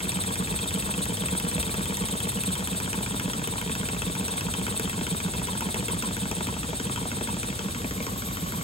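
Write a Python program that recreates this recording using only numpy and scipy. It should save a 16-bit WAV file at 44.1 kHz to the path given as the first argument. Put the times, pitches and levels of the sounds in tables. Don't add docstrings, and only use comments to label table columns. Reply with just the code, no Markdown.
import sys
import numpy as np
from scipy import signal
from scipy.fft import rfft, irfft
from scipy.io import wavfile

SR = 44100
rng = np.random.default_rng(int(sys.argv[2]) if len(sys.argv) > 2 else 0)


def pcm_store(signal):
    levels = np.round(np.clip(np.atleast_2d(signal), -1, 1) * 32767)
    wavfile.write(sys.argv[1], SR, levels.astype(np.int16).T)


N = 380583
TIME, HZ = np.arange(N) / SR, np.fft.rfftfreq(N, 1 / SR)
USUAL_SPEED = 7.6


# (start [s], then the force [dB] of the crank knock, its bright tick,
#   the rod's rattle, the thump on the bench, the return blow, the scrape)
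TURNS = [(0.0021, -1, -12, -14, -2, -3, 0.0), (0.1171, 1, 0, -3, 1, -1, 2),
         (0.2358, 1, 0.0, -4, -2, 1, -13), (0.3543, 1.5, -4.0, -7.0, 4, -2, -2.0),
         (0.4715, 0, -4, -2, 0, -0.5, 2), (0.5878, 2, -3.0, -1.5, -2, -2, -12),
         (0.7057, 1.5, -3, -7.0, 2, -3, 0), (0.8218, 0.5, -2.0, -7.0, -2, 1, 3),
         (0.9374, -0.5, -7.5, -11, 2.5, -1.5, -12), (1.0534, 0, 6, -14, 1.5, -6, -3),
         (1.1687, 0.5, -3, -11, 2, 0, 3), (1.2828, 1.5, 2.5, -9, 1, 0.5, -10.0),
         (1.3978, 1.5, 5.0, -5, 2.5, -2, -5.5), (1.5125, 1, 3.0, 3, 1.5, 0, 6),
         (1.6264, 2, 4, -2, 0, -0.5, -7.0), (1.74, 2, 5.0, -9, 2.5, 0.5, -1),
         (1.8548, 0, 3, -4.5, 1.5, -0.5, -3), (1.9691, -1, 8.5, -2, 2.0, -1, 4),
         (2.0843, 1, 7.0, -3, 1.5, -3, -9), (2.2014, 0.5, 4, -9, -1.5, -1.5, 2.0),
         (2.3177, -3, 2, -9, 0.5, -1.5, 0), (2.4344, -1, 6.5, -7.0, 2.5, -4.5, -12),
         (2.552, -1.0, 4, 4, -0.5, -1, -7), (2.6718, 0, 8, -3, -0.5, -2, -10.0),
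         (2.7993, 1, 2.0, 1, -3, -0.5, -9), (2.9286, 1, 1, 8.5, -1.5, -3.5, 5.0),
         (3.0603, 0.5, -3, -7.0, -1, 0.5, 0), (3.1955, 2, 3.0, 2.0, 1.5, -2, 7),
         (3.3321, 1.5, 1.0, 0, -1, 0, 6), (3.4728, -1.5, 7.5, -5, -4, -0.5, 6.5),
         (3.6125, 0.5, 3, -4, -2.5, 1, 5.5), (3.7502, -0.5, -3, -1.0, -2, 1.5, 4),
         (3.8856, 1.5, 3.0, -7, -1.5, -1, -10.0), (4.0182, 2, -3.0, -3.0, 1.5, -3, -9.5),
         (4.1504, -2, 2, 5.5, -0.5, -1.5, -1.0), (4.2802, -0.5, 1.5, 1, -7, -4, 6.5),
         (4.4076, -1, -3, -8, 0, 0.5, -10.0), (4.5367, 2, 4, -1, 1, -2, -3),
         (4.6649, 0.5, 1, 8, -2.5, -3.5, 1.5), (4.7951, 1.0, 5, -2, 1, -1, 7.5),
         (4.929, -1.5, -7.0, 0, 0.5, 1.5, 0.5), (5.0653, 0.5, -2, -7, 2.5, -0.5, -10.0),
         (5.2004, 0.0, -4, -9, 1.0, -2.5, -10.0), (5.3352, -3, -0.5, 2.5, -2.5, -1.5, -10.0),
         (5.4699, -2.5, -3.0, 6.0, -3.5, -0.5, -1.0), (5.6061, -1.5, 4, 10, 0.5, -1, -10.0),
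         (5.7424, -0.5, 4, 9, -2.5, -3, -7.0), (5.8817, 1, 5, 10.0, -3.5, -4.5, -8),
         (6.0227, 0.5, -1, 8.5, -3.5, -1.5, -10.0), (6.1653, 0, 2, -1.5, 0.0, -0.5, -6),
         (6.3127, 0, -5, -14, 0, 2.5, -5.5), (6.4684, 0.0, -2.0, 8, -8.0, -4, -10.0),
         (6.6294, -0.5, -9, -5, -5, -1, -10.0), (6.797, -0.5, -5.5, -11, -2, 1, 2.0),
         (6.9583, 0.0, -1.0, 7.5, -2.5, -2.5, -10.0), (7.114, 0, -1.5, -7.0, -2, -0.5, 0),
         (7.2714, -0.5, -2.0, 7.5, -3, -4, -10.0), (7.4296, -2, -8, -7.0, -1.0, -2.5, -8),
         (7.5895, -2.5, -3, 3, 0.5, -1.0, -3), (7.7455, -6, -10.0, 1, -10, 0.5, -12),
         (7.9078, -4.5, -7.5, -7.0, -3, 1, 0), (8.0649, -5, -8, 4.5, -4, -4.5, -12),
         (8.2194, -5.5, -7, -7.0, -6.5, -5.5, -5), (8.3687, -6.5, -3.0, -5, -1.5, -3.5, 0.5),
         (8.52, -5, 0, 5.5, -2, -3, -9)]
DRIVES = ["knock", "tick", "rattle", "thump", "return", "scrape"]
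# (time [s], level above the force of the knock [dB])
SLAP = [(0, -10), (2.35, -4), (2.7, -1.5), (5.5, 0), (5.75, 0.5), (6.15, 1), (6.4, -0.5), (7.5, 0.5),
        (8, 5.5), (8.63, 3)]


def turns(even_back_db=-3.0):
    start, *columns = np.transpose(TURNS)
    forces = dict(zip(DRIVES, columns))
    forces["slap"] = forces["knock"] + np.interp(start, *np.transpose(SLAP))
    forces["even"] = even_back_db * drawn_back(start)
    return start, forces


def speed(t):
    start = np.transpose(TURNS)[0]
    middle = (start[1:] + start[:-1]) / 2
    return np.interp(t, middle, 1 / np.diff(start)) - USUAL_SPEED


def crank():
    start = np.transpose(TURNS)[0]
    end = 2 * start[-1] - start[-2]
    return np.interp(TIME, np.append(start, end), np.arange(len(start) + 1))


def strokes(cycle, drive, position, scatter, speed_db, vary_db, advance=0):
    start, forces = cycle
    period = np.append(np.diff(start), start[-1] - start[-2])
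    faster = speed(start + period * position)
    late, harder = rng.standard_normal((len(start), 2)).T
    at = start + period * (position - advance * faster + scatter * late)
    return at, amp(forces[drive] + speed_db * faster + vary_db * harder)


# (force that drives it, crank position [turns], part struck,
#   advance [turns per extra turn a second], scatter [turns], chatter decay [s],
#   level at each of the four colour frequencies [dB], gain with speed [dB per extra turn a second])
BLOWS = [ ("slap", 0.00704, "crank", 0, 0.0003, 0.00017, 2.2, 5.5, -1.6, -11.5, 0),
         ("tick", 0.014, "crank", 0, 0.00091, 0.001, -23, -34, -22, -4.5, 0),
         ("knock", 0.017, "crank", 0, .0005, 0.00045, 2.5, -9.5, 6.4, -15.5, 0.3),
         ("even", .078, "rod", 0.003, .002, 0.0008, 0, 1.4, -4.5, -10, 0.42),
         ("rattle", .118, "rod", 0, 0.005, 0.002, -2, -4.5, -10, -18, -0.71),
         ("rattle", .168, "rod", 0, .005, 0.002, 0, -12, -10, -20, -1),
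         ("even", .35, "rod", 0, 0.005, 0.0022, 2.5, -0.026, -2.3, -17, 0.3),
         ("even", .449, "rod", -0.002, .004, 0.0017, 0, -1, 3.5, -15, 1.2),
         ("even", .56, "slide", 0.0037, 0.0044, 0.0014, 2, -3.5, -26, -36, 3.2),
         ("return", .598, "slide", .006, 0.0013, 0.00029, 8.2, 7.9, 1, -22, -0.42),
         ("even", .648, "slide", 0.0057, 0.0032, 0.0008, 1.7, -7, -30, -36, -0.5),
         ("scrape", .76, "rod", 0, 0.01, .002, -2.5, -4.5, -1, -9, 0)]
COLOUR_HZ = [200, 1000, 3000, 10000]


def blows(cycle, chatter=0.65, vary_db=0.73, chatter_low_hz=700, size=900):
    t = np.arange(size) / SR
    thin = signal.butter(2, chatter_low_hz, "highpass", fs=SR)
    clack = signal.butter(2, [900, 3400], "bandpass", fs=SR)
    out = np.zeros(N)
    for drive, position, part, advance, scatter, chatter_s, *colour_db, speed_db in BLOWS:
        at, force = strokes(cycle, drive, position, scatter, speed_db, vary_db, advance)
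        fade = np.exp(-t / chatter_s)
        noise = rng.standard_normal((len(at), size)) * fade / np.linalg.norm(fade)
        contact = chatter * signal.lfilter(*thin, noise)
        contact[:, 0] += 1
        contact /= np.hypot(1, chatter)
        colour = causal(list(zip(COLOUR_HZ, colour_db)))
        contact = signal.fftconvolve(contact, colour[None], axes=1)
        sound = signal.fftconvolve(contact, frame(part, at), axes=1)
        energy = np.linalg.norm(signal.lfilter(*clack, sound[:, :size]), axis=1)
        level = force * energy.mean() / energy
        out += placed(at, sound * level[:, None])
    return out


# (frequency [Hz], width [Hz], relative level struck at the crank [dB],
#   at the rod [dB], at the slide [dB], level added once the microphone has drawn back [dB])
MODES = [(59, 9.1, -12, -7, 9, 2), (89, 29, 1, -1, -12, -9), (115, 16, -2, 8.5, 2, 1),
         (190.6, 12.5, -4, 9, 5.5, 2), (217, 99, 1.5, -11, 0.5, 0), (263, 57, 4, -0.5, 6.5, 4),
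         (351, 44, 3.5, 3, 3.5, -1.5), (453, 43, 3.5, 0, -1, 2), (597, 40, -11, -2, -1.5, 6),
         (728, 31, -19, -5, -2, 0), (803, 98, -19, 0.5, -5.5, -3), (946, 100, -4.5, 1, -2.5, -3.5),
         (1112, 36, 1, 6, 3.5, 9), (1356, 230, 3.5, -4.5, -1.5, 1.5), (1624, 217, 7.5, 1.5, 3.5, 2),
         (1800, 306, 5, -0.5, 1.5, 1.5), (2163, 315, 1.5, -4, -1, 4.5), (2408, 335, 0.5, -2.5, -1, 2.5),
         (2636, 210, 0, -3.5, -2.5, -2), (3127, 132, 1, 2, -4.5, 1.5), (3328, 350, -4, -1.5, -4.5, -6),
         (4230, 2700, -17, -16, -18, 0), (5960, 600, -1, -11, -22, 3), (8740, 1200, 3, -8.5, -1.5, 0),
         (12300, 10500, -7.5, -11.5, -15.5, 4.5)]
PARTS = ["crank", "rod", "slide"]


def frame(part, at, vary_db=2.0, detune=0.018, level_db=-0.72, size=5000):
    t = np.arange(size) / SR
    hz, width, *part_db, back_db = np.transpose(MODES)
    decay = np.exp(-np.pi * np.outer(width, t))
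    rings = 2 * np.pi * width[:, None] / SR * decay * np.sin(2 * np.pi * np.outer(hz, t))
    chance = rng.standard_normal((len(at), len(hz) + 1))
    mode_db = level_db + part_db[PARTS.index(part)] + np.outer(drawn_back(at), back_db)
    mode_db = mode_db + vary_db * chance[:, 1:]
    weights = (-1) ** np.arange(len(hz)) * amp(mode_db)
    stretch = 1 + detune * chance[:, 0]
    return np.array([np.interp(t * k, t, ring) for ring, k in zip(weights @ rings, stretch)])


def clatter(per_s=40, level_db=-16, spread_db=3.0, low_hz=1100, high_hz=4500):
    at = TIME[rng.random(N) < per_s / SR]
    force = amp(level_db + spread_db * np.minimum(rng.exponential(1, len(at)), 4))
    ticks = placed(at, force[:, None] * frame("rod", at, size=2000))
    return signal.lfilter(*signal.butter(2, [low_hz, high_hz], "bandpass", fs=SR), ticks)


# (force that drives it, crank position [turns], rise [s], fall [s], frequency [Hz], level [dB],
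#   gain with speed [dB per extra turn a second])
SHOVES = [ ("thump", .457, .008, .009, 185, -24.3, -0.2),
          ("thump", 0.41, 0.0013, 0.0076, 274.6, -33.5, -1.4), ("even", .37, 0.0034, 0.006, 455, -37, 0.53),
          ("even", 0.59, 0.0028, 0.003, 457, -41, 2.1), ("return", .64, 0.0024, 0.012, 210, -35.5, -1.4),
          ("slap", 0.0418, 0.00053, 0.0051, 271, -34.5, -3),
          ("rattle", 0.2133, 0.0035, 0.0054, 201, -38, -1.2),
          ("rattle", .12, 0.0024, 0.0027, 963, -41, -.5), ("rattle", 0.18, 0.0013, .005, 1106, -48.5, -.5),
          ("even", 0.0852, 0.0036, 0.006, 200, -32, -1.7)]


def bench(cycle, scatter=0.0026, vary_db=0.4, detune=0.028):
    t = np.arange(-SR // 25, SR // 12) / SR
    out = np.zeros(N)
    for drive, position, rise, fall, hz, db, speed_db in SHOVES:
        at, force = strokes(cycle, drive, position, scatter, speed_db, vary_db)
        swell = np.where(t < 0, np.exp(-.5 * (t / rise) ** 2), np.exp(1 - np.hypot(1, t / fall)))
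        pitch = hz * (1 + detune * rng.standard_normal((len(at), 1)))
        out += placed(at + t[0], amp(db) * force[:, None] * swell * np.cos(2 * np.pi * pitch * t))
    return out


# (crank position [turns], half length [turns], level [dB])
PUFFS = [(0.305, 0.125, 1), (0.81, 0.125, 2.5)]


def valve(steepness=2.4, lean=0.04, vary_db=1.43):
    angle = crank()
    opening, strength_db = np.zeros(N), np.zeros(N)
    for position, length, db in PUFFS:
        turn, away = np.divmod(angle - position + .5, 1)
        away = (away - .5) / length
        away *= 1 - lean * np.sign(away)
        puff = np.exp(-.5 * abs(away) ** steepness)
        puff_db = db + vary_db * rng.standard_normal(int(angle[-1]) + 2)
        opening += puff
        strength_db += puff * puff_db[turn.astype(int)]
    return opening, amp(strength_db)


# (frequency wide open [Hz], width [Hz], level [dB],
#   drop in frequency when shut [Hz], power of the opening that the level follows)
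PORT = [(520, 800, -32.5, 100, 2.4), (2660, 1000, -37, 300.5, 3), (3724, 516, -26, 550, 0.78),
        (4300, 630, -33, 400, 3), (7820, 860, -30, 301, 3), (8427, 443, -13, 300, 1.44),
        (9920, 400, -23.5, 0, 0.61), (14100, 1500, -31.5, -2, 0.83)]


def exhaust(opening, strength, top_hz=12600, top_width_hz=1500, top_db=-36.0, rush_db=-44, top_steady=0.18):
    jet = opening * amp(rush_db) * rng.standard_normal(N)
    for hz, width, db, drop_hz, power in PORT:
        sweep = np.exp(2j * np.pi * np.cumsum(drop_hz * (opening - 1)) / SR)
        resonance = signal.hilbert(hiss(amp(db) * peak(hz, width)))
        jet += opening ** power * (resonance * sweep).real
    top = air("top") * hiss(amp(top_db) * peak(top_hz, top_width_hz))
    return strength * (air("exhaust") * jet + (opening + top_steady) * top)


AIR_LAWS = {"exhaust": (-3, 1.9, -4), "top": (-4, 3.2, 13.7), "hollow": (-11, 2.5, 5.6)}


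def air(sound):
    usual_db, speed_db, back_db = AIR_LAWS[sound]
    return amp(usual_db + speed_db * speed(TIME) + back_db * drawn_back(TIME))


# (time [s], peak level [dB])
SPITS = [(0.222, -23), (2.292, -16)]


def spits(opening, per_s=70, level_db=-41, spread_db=3, fade_s=0.00082, size=200):
    at = TIME[rng.random(N) < per_s * opening / SR]
    db = level_db + spread_db * np.minimum(rng.exponential(1, len(at)), 4)
    at, db = np.vstack([SPITS, np.column_stack([at, db])]).T
    cracks = rng.standard_normal((len(at), size)) * np.exp(-np.arange(size) / SR / fade_s)
    cracks = signal.lfilter(*signal.butter(2, [7500, 13000], "bandpass", fs=SR), cracks)
    return placed(at, cracks * (amp(db) / abs(cracks).max(1))[:, None])


# (from [s], until [s])
DRAW_BACK_S = (7.47, 7.93)


def drawn_back(t):
    return np.interp(t, DRAW_BACK_S, [0, 1])


def room(x, near_db=-11.0, near_t60=0.034, far_db=-13, far_t60=0.17):
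    t = np.arange(SR // 3) / SR
    taps = rng.standard_normal((2, len(t))) * (t > .002)
    near, far = amp(-60 * t / near_t60), amp(-60 * t / far_t60)
    tail = taps * (amp(near_db) * near / np.linalg.norm(near) + amp(far_db) * far / np.linalg.norm(far))
    wet = shaped(x, amp(read([(180, -3.0), (500, 5.5), (5000, 5.5), (7500, -6.5)], HZ)))
    return signal.oaconvolve(wet[None], tail, axes=1)[:, :N]


# (frequency [Hz], gain on white noise [dB])
LEAK = [(500, -33), (1000, -39.5), (1750, -35), (2600, -39), (3300, -35), (4300, -38.5), (5500, -38),
        (6500, -37), (7200, -38.5), (8300, -29.5), (9300, -63), (10800, -39.5), (14500, -52.5),
        (16000, -42)]
# (frequency [Hz], width [Hz], gain on white noise [dB])
WHISTLES = [(778, 10, -27), (3748, 50, -28), (7004, 43, -27), (7083, 25, -30), (7302, 38, -29),
            (7495, 35, -28), (8022, 40, -27)]
# (frequency [Hz], gain on white noise [dB])
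RUMBLE = [(15, -42), (32, -40), (52, -15), (112, -14), (190, -18.5), (300, -23.5), (500, -33), (900, -39.5),
          (3000, -72)]


def background(hollow_hz=1118, hollow_width_hz=45, hollow_db=-20.5, leak_follows=0.04):
    whistles = sum(amp(db) * peak(hz, width) for hz, width, db in WHISTLES)
    leak = air("exhaust") ** leak_follows * pair(np.hypot(amp(read(LEAK, HZ)), whistles))
    hollow = air("hollow") * pair(amp(hollow_db) * peak(hollow_hz, hollow_width_hz))
    rumble = pair(amp(read(RUMBLE, HZ)))
    return leak + hollow + rumble


# (frequency [Hz], correlation [0-1])
LIKENESS = [(50, .94), (200, .94), (500, .7), (1200, .55), (3000, .5), (5500, .45), (7000, .85),
            (15000, .7)]


def pair(gain):
    alike = read(LIKENESS, HZ)
    common = hiss(gain * np.sqrt((1 + alike) / 2))
    apart = hiss(gain * np.sqrt((1 - alike) / 2))
    return np.array([common + apart, common - apart])


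def amp(db):
    return 10 ** (np.asarray(db) / 20)


def read(points, hz):
    f, value = np.transpose(points)
    return np.interp(np.log(hz + 1), np.log(f + 1), value)


def shaped(x, gain):
    return irfft(rfft(x) * gain, N)


def hiss(gain):
    return shaped(rng.standard_normal(N), gain)


def peak(hz, width):
    return 1 / (1 + (2 * (HZ - hz) / width) ** 2)


def causal(points, size=4096):
    log_gain = np.log(amp(read(points, abs(np.fft.fftfreq(size, 1 / SR)))))
    return np.fft.ifft(np.exp(np.conj(signal.hilbert(log_gain)))).real[:size // 2]


def placed(times, sounds):
    index = (times * SR).astype(int)[:, None] + np.arange(sounds.shape[1])
    return np.bincount(index[index >= 0], sounds[index >= 0], N)[:N]


def scene():
    cycle = turns()
    opening, strength = valve()
    engine = blows(cycle) + clatter() + bench(cycle)
    engine += exhaust(opening, strength) + spits(opening)
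    return engine + room(engine) + background()


# (frequency [Hz], lead of the left [radians])
LEAD = [(0, 0), (250, .1), (800, 1), (1500, 2.2), (2000, 3.6), (2600, 6.3), (3600, 6.2), (4600, 7),
        (5200, 9.3), (6000, 8.7), (6450, 6.3), (7450, 6.15), (7700, 5.1), (8400, 4.05), (9200, 3.14),
        (9700, 2.8), (10350, 1.5), (10700, .15), (11700, -.1), (12300, -1.1), (13100, -3), (14200, -3.45),
        (14900, -5.3), (15250, -6.28)]
# (frequency [Hz], left above right [dB])
BALANCE = [(120, -0.5), (280, 0.5), (480, 3.5), (750, 3.5), (1200, 0.5), (2400, 1.5), (3500, 4), (4800, -1),
           (6500, 0)]


def record(dry, low_cut_hz=40, edge_hz=15850):
    lead = np.interp(HZ, *np.transpose(LEAD))
    left = amp(read(BALANCE, HZ) / 2) * np.exp(.5j * lead)
    heard = shaped(dry, np.array([left, 1 / left]))
    heard = signal.lfilter(*signal.butter(2, low_cut_hz, "highpass", fs=SR), heard)
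    band_limit = signal.firwin(511, edge_hz, window=("kaiser", 9), fs=SR)
    return signal.oaconvolve(heard, band_limit[None], "same")


dry = scene()
out = record(dry)
pcm_store(out)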